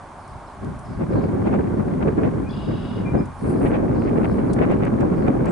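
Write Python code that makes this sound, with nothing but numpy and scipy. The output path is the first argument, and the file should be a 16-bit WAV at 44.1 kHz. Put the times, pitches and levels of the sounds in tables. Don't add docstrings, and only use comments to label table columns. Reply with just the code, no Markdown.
import sys
import numpy as np
from scipy import signal
from scipy.io import wavfile
from scipy.ndimage import uniform_filter1d

SR = 44100
rng = np.random.default_rng(int(sys.argv[2]) if len(sys.argv) > 2 else 0)


def output_pcm(signal):
    pcm = np.clip(np.atleast_2d(signal).T, -1, 1) * 32767
    wavfile.write(sys.argv[1], SR, np.round(pcm).astype(np.int16))


N = 242991
TIME = np.arange(N) / SR


def from_db(db):
    return 10 ** (np.asarray(db) / 20)


def rms_one(x):
    return x / np.sqrt(np.mean(x ** 2) + 1e-20)


def at_hz(points, hz):
    freqs, values = np.array(points).T
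    return np.interp(np.log(hz), np.log(freqs), values)


def pan(side_db):
    return from_db(np.array([[side_db], [-side_db]]) / 2)


def band(x, low_hz, high_hz, order=2):
    edges = [low_hz, min(high_hz, SR / 2 - 100)]
    return signal.sosfilt(signal.butter(order, edges, "band", fs=SR, output="sos"), x)


def drift(rate_hz):
    pole = np.exp(-40 * np.pi * rate_hz / SR)
    slow = signal.lfilter([1], [1, -2 * pole, pole * pole], rng.standard_normal(N // 20 + 2002))[2000:]
    return np.interp(np.arange(N) / 20, np.arange(len(slow)), rms_one(slow))


def stereo(pair, alike):
    return np.sqrt((1 + alike) / 2) * pair[0] + np.sqrt((1 - alike) / 2) * pair[1] * [[1], [-1]]


def noise_bands(spectrum, likeness):
    edges = 18 * 2 ** np.arange(0, 9.6, .5)
    centres = np.sqrt(edges[1:] * edges[:-1])
    white = rng.standard_normal((2, 2, N + SR // 4))
    gains = from_db(at_hz(spectrum, centres)) * np.sqrt(np.diff(edges))
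    gains = gains / np.linalg.norm(gains)
    for k, hz in enumerate(centres):
        pair = rms_one(band(white[k % 2], edges[k], edges[k + 1], order=3)[:, -N:])
        yield hz, gains[k] * stereo(pair, at_hz(likeness, hz))


def swell(middle_s, half_s):
    return np.exp(-np.minimum(((TIME - middle_s) / half_s) ** 2, 60))


def steady(x, span_s):
    power = uniform_filter1d(np.mean(x ** 2, axis=0), int(span_s * SR), mode="reflect")
    return x / np.sqrt(power + 1e-12)


# frequency in Hz, relative spectral density in dB.
TRAFFIC_SPECTRUM = [(30, -3), (100, -1), (200, -2), (300, -4), (480, -8), (680, -1), (960, 0),
                    (1600, -12.5), (2400, -24.5), (3500, -28), (6500, -33), (11000, -35.3)]
# frequency in Hz, left-right correlation.
TRAFFIC_LIKENESS = [(60, 0.92), (600, 0.82), (1200, 0.82), (3000, 0.49), (11000, 0.65)]


def traffic(level_db=-40, waver_db=0.23):
    wash = sum(x for _, x in noise_bands(TRAFFIC_SPECTRUM, TRAFFIC_LIKENESS))
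    return from_db(level_db + waver_db * drift(12)) * wash * pan(-0.72)


# middle in seconds, half length in seconds, relative level in dB.
RUSTLES = [(0.258, 0.12, -62), (0.82, .035, -56), (3.424, 0.11, -55), (3.5, 0.046, -49),
           (3.645, 0.058, -48.5), (4.33, 0.315, -60)]


def rustle(grain_db=2.5, low_hz=8200, top_hz=11000):
    hiss = stereo(band(rng.standard_normal((2, N)), low_hz, top_hz), 0.44)
    level = sum(from_db(db) * swell(s, half) for s, half, db in RUSTLES)
    return from_db(-8.5) * level * rms_one(hiss * from_db(grain_db * drift(90))) * pan(-2.8)


# start in seconds, relative level in dB,
# lower band edge in Hz, seconds to fall 60 dB.
SPLASHES = [(.277, -47, 4500, .025), (0.645, -39, 2000, 0.014), (.789, -46.5, 4500, 0.037),
            (3.254, -47, 5000, .04), (4.531, -31.5, 3100, 0.031), (4.715, -43.5, 3000, 0.017),
            (4.85, -39, 2600, 0.017), (5.006, -39.5, 3500, 0.0218), (5.279, -49.5, 3000, 0.027),
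            (5.456, -37.5, 3200, 0.019)]


def water(top_hz=10500, attack_s=0.0018):
    out, spray = 0, stereo(rng.standard_normal((2, N)), 0.77)
    for s, db, low_hz, t60 in SPLASHES:
        age = np.clip(TIME - s, 0, 1)
        envelope = from_db(db - 60 * age / t60) * (1 - np.exp(-age / attack_s))
        out = out + envelope * rms_one(band(spray, low_hz, top_hz))
    return from_db(-1.5) * out * pan(2.2)


def banks(x, wet_db, t60):
    t = TIME[:SR]
    tail = stereo(rng.standard_normal((2, SR)), 0.51) * from_db(-60 * t / t60) * (1 - np.exp(-t / 0.0024))
    tail = tail / np.sqrt(np.sum(tail ** 2) / 2)
    return x + from_db(wet_db) * signal.fftconvolve(x[None], tail, axes=1)[:, :N]


def notes(rows, waver):
    out, wobble = np.zeros(N), 1 + waver * drift(143)
    for s, length, start_hz, end_hz, db in rows:
        on = (TIME >= s) & (TIME < s + length)
        part = (TIME[on] - s) / length
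        hz = (start_hz + (end_hz - start_hz) * part) * wobble[on]
        envelope = from_db(db) * np.abs(np.sin(np.pi * part)) ** 0.49
        out[on] += envelope * np.sin(2 * np.pi * np.cumsum(hz) / SR)
    return out


# start in seconds, length in seconds, relative level in dB.
TWITTERS = [(0.195, .11, -60), (0.458, .03, -57), (.85, .09, -56.5), (1.105, .13, -55.5), (3.38, .2, -58.5),
            (3.95, .09, -54.5), (4.24, .09, -56.5), (4.483, .03, -53), (5.153, .09, -60)]
# start and length in seconds, first and last pitch in Hz,
# relative level in dB.
THIN_CALL = [(5.478, .032, 7400, 8200, -51)]


def small_bird(slurs_per_s=28, slur_s=0.035, from_hz=5300, to_hz=3960):
    beats = [(s, db) for start, length, db in TWITTERS
             for s in np.arange(start, start + length, 1 / slurs_per_s)]
    chance = rng.standard_normal((64, 2)) * [0.0052, .04]
    slurs = [(s + late, slur_s, from_hz * (1 + sharp), to_hz * (1 + sharp), db)
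             for (s, db), (late, sharp) in zip(beats, chance)]
    song = notes(slurs, waver=.06) + notes(THIN_CALL, waver=.01)
    return from_db(-5.5) * banks(song, wet_db=1.5, t60=.3) * pan(1.0)


# centre pitch in Hz, sweep in Hz,
# place in the beat from 0 to 1, relative level in dB.
TRILL_SLURS = [(2850, 200, 0.01, -2), (3360, -500, 0.53, -6.5), (3780, 250, 0.12, -6),
               (4420, -800, 0.5, -14), (4980, -500, .35, -9.5)]


def trill(start_s=2.51, end_s=3.04, attack_s=0.026, release_s=0.062, beats_per_s=35, jitter=.03):
    beats = np.cumsum(beats_per_s * (1 + jitter * drift(4.9))) / SR
    out, age = 0, np.clip(TIME - start_s, 0, 1)
    for centre_hz, sweep_hz, place, db in TRILL_SLURS:
        part = (beats - place) % 1
        hz = centre_hz + sweep_hz * (part - .5) + 130 * drift(450)
        faded_db = 10 * np.log2(centre_hz / TRILL_SLURS[0][0]) * age
        pulse = from_db(db - faded_db) * np.sin(np.pi * part) ** 2
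        out = out + pulse * np.sin(2 * np.pi * np.cumsum(hz) / SR)
    envelope = np.clip(np.minimum(age / attack_s, (end_s - TIME) / release_s), 0, 1)
    return from_db(-47.5) * envelope * out


# start and length in seconds,
# first and last pitch in Hz, relative level in dB.
WHISTLES = [(2.43, .03, 2350, 2400, -56), (2.459, .035, 2420, 2480, -46), (2.495, .014, 3330, 3480, -44),
            (2.513, .032, 3430, 3390, -51), (3.05, .06, 2400, 2370, -39), (3.062, .026, 2100, 2010, -48),
            (3.165, .085, 2390, 2390, -53), (3.176, .034, 5085, 5065, -57)]
ZIPS = [(2.49, .007, 5200, 4000, -52), (2.506, .008, 5200, 3600, -48)]


def blackbird():
    whistles = banks(notes(WHISTLES, waver=.007), wet_db=-5, t60=.8)
    buzz = banks(trill() + notes(ZIPS, waver=.03), wet_db=1, t60=.35)
    return (from_db(-1.0) * whistles + buzz) * pan(6.6)


# middle in seconds, relative level in dB,
# left over right in dB.
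THUMPS = [(1.159, -16, -4), (1.784, -25, -3), (2.076, -18, -11), (3.154, -15, 2), (3.65, -17, 12),
          (4.185, -13.5, -11.5), (4.614, -13.5, 14), (4.705, -13, -9), (5.041, -18.5, 6.5),
          (5.286, -19, -15)]


def thumps(half_s=0.0011, pitch_hz=300):
    out, chance = 0, rng.standard_normal((len(THUMPS), 3))
    for (s, db, side_db), (detune_db, phase, skew) in zip(THUMPS, chance):
        port_phase = np.pi * phase + .5 * skew * np.array([[1], [-1]])
        swing = np.sin(2 * np.pi * pitch_hz * from_db(detune_db) * (TIME - s) + port_phase)
        out = out + from_db(db) * pan(side_db) * swell(s, half_s) * swing
    return from_db(7.0) * out


# middle in seconds, half length in seconds,
# relative level in dB.
PUFFS = [(1.012, 0.0031, -40.5), (1.135, .008, -43), (1.474, 0.021, -37), (1.541, .018, -35.5),
         (2.028, 0.0044, -29.5), (2.084, 0.0063, -35.5), (2.25, 0.027, -37.5), (3.165, 0.006, -44),
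         (3.666, 0.013, -31), (3.749, 0.022, -32), (4.083, 0.014, -38.5), (4.177, 0.0042, -34.5),
         (4.247, 0.0058, -29.5), (4.391, .004, -34.5), (4.59, 0.0047, -30.5), (4.631, 0.016, -30.5),
         (4.72, 0.027, -33), (4.835, 0.0022, -29.5), (4.869, .003, -32), (5.01, 0.013, -37.5),
         (5.139, 0.0026, -37.5), (5.225, 0.0033, -37), (5.282, 0.0033, -27.5), (5.481, 0.017, -35.5)]


def puffs():
    torn = steady(stereo(band(rng.standard_normal((2, N)), 630, 2460, order=4), 0), 0.0011)
    pushed = steady(stereo(band(rng.standard_normal((2, N)), 460, 790), -0.16), 0.018)
    level = sum(from_db(db) * swell(s, half) for s, half, db in PUFFS)
    return level * (from_db(-4.0) * torn + from_db(6.5) * pushed)


def small_eddies(over_full_db, rush_db=-43, growth=0.67, wake_db=-8, wake_s=0.018):
    wakes = sum(from_db(db + wake_db) * swell(s, half + wake_s) for s, half, db in PUFFS)
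    return np.hypot(from_db(rush_db + growth * over_full_db), wakes)


def crackle(flow, per_s=300, size_db=4.0):
    born = rng.random(N) < per_s * np.minimum(rms_one(flow), 3) / SR
    sizes = from_db(size_db * np.minimum(rng.exponential(1, N), 3)) * rng.standard_normal((2, N))
    return flow * rms_one(band(born * sizes, 344, 2480, order=6))


# time of full strength in seconds,
# hold in seconds, relative level in dB.
GUSTS = [(0.328, 0.029, -42.5), (0.637, 0.057, -29), (0.728, 0.047, -37.5), (0.889, .08, -33),
         (1.01, 0.018, -21.5), (1.11, 0.14, -21), (1.288, 0.24, -22), (1.459, 0.15, -19),
         (1.638, 0.49, -23), (2.038, 0.055, -20.5), (2.177, 0.099, -18.5), (2.31, 0.13, -24),
         (2.492, .53, -29), (2.687, 0.051, -22.5), (2.967, 0.19, -25), (3.145, .06, -20),
         (3.453, 2.22, -20)]


def gust_level(breeze_db=-68, rise_db_per_s=324, fall_db_per_s=188, surge_db=2.5, surge_s=0.029):
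    level = breeze_db
    for s, hold, db in GUSTS:
        before, after = np.maximum(s - TIME, 0), np.maximum(TIME - s - hold, 0)
        level = np.maximum(level, db - rise_db_per_s * before - fall_db_per_s * after)
    return level + surge_db * sum(swell(s, surge_s) for s, _, _ in THUMPS)


# frequency in Hz, relative spectral density in dB.
WIND_SPECTRUM = [(20, -27), (42, -9.5), (75, -6), (125, -2.5), (240, 0.5), (340, -2), (480, -7), (680, -11),
                 (960, -12.5), (1500, -15.5), (2300, -30), (3200, -70), (4500, -79), (8000, -81)]
# frequency in Hz, left-right correlation.
WIND_LIKENESS = [(60, 0.71), (130, 0.79), (270, 0.22), (550, -0.26), (1100, -0.3), (2300, 0.69),
                 (4500, 0.38)]


def wind(full_db=-19, deep_hz=95, split_hz=700, deep_follow=0.42, brighten=0.46,
         lumpy_db=1.5, ragged_db=3.5):
    gust_db, lumps = gust_level(), drift(47)
    deep = body = high = 0
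    for hz, x in noise_bands(WIND_SPECTRUM, WIND_LIKENESS):
        large = 1 / (1 + (hz / deep_hz) ** 4)
        small = 1 / (1 + (split_hz / hz) ** 4)
        deep, high = deep + large * x, high + small * x
        if hz < 1500:
            tilt_db = brighten * (gust_db - full_db) * np.log2(hz / 200)
            body = body + (1 - large - small) * from_db(tilt_db) * x
    deep_gain = from_db(-8.0 + (deep_follow - 1) * (gust_db + 29.5))
    rumble = deep_gain * steady(deep, .3) + steady(body * from_db(lumpy_db * lumps), .09)
    flow = small_eddies(gust_db - full_db)
    rush = steady(high * from_db(ragged_db * (.5 * lumps + 1.4 * drift(120))), 0.086)
    return from_db(gust_db + 0.5) * rumble + flow * rush + from_db(-7.0) * crackle(flow)


def scene():
    return wind() + thumps() + puffs() + blackbird() + small_bird() + water() + rustle() + traffic()


def record(dry, cutoff_hz=10950):
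    coloured = dry + from_db(-6) * band(dry, 8000, 9800, order=1)
    return signal.sosfilt(signal.ellip(12, .1, 90, cutoff_hz, fs=SR, output="sos"), coloured)


dry = scene()
out = record(dry)
output_pcm(out)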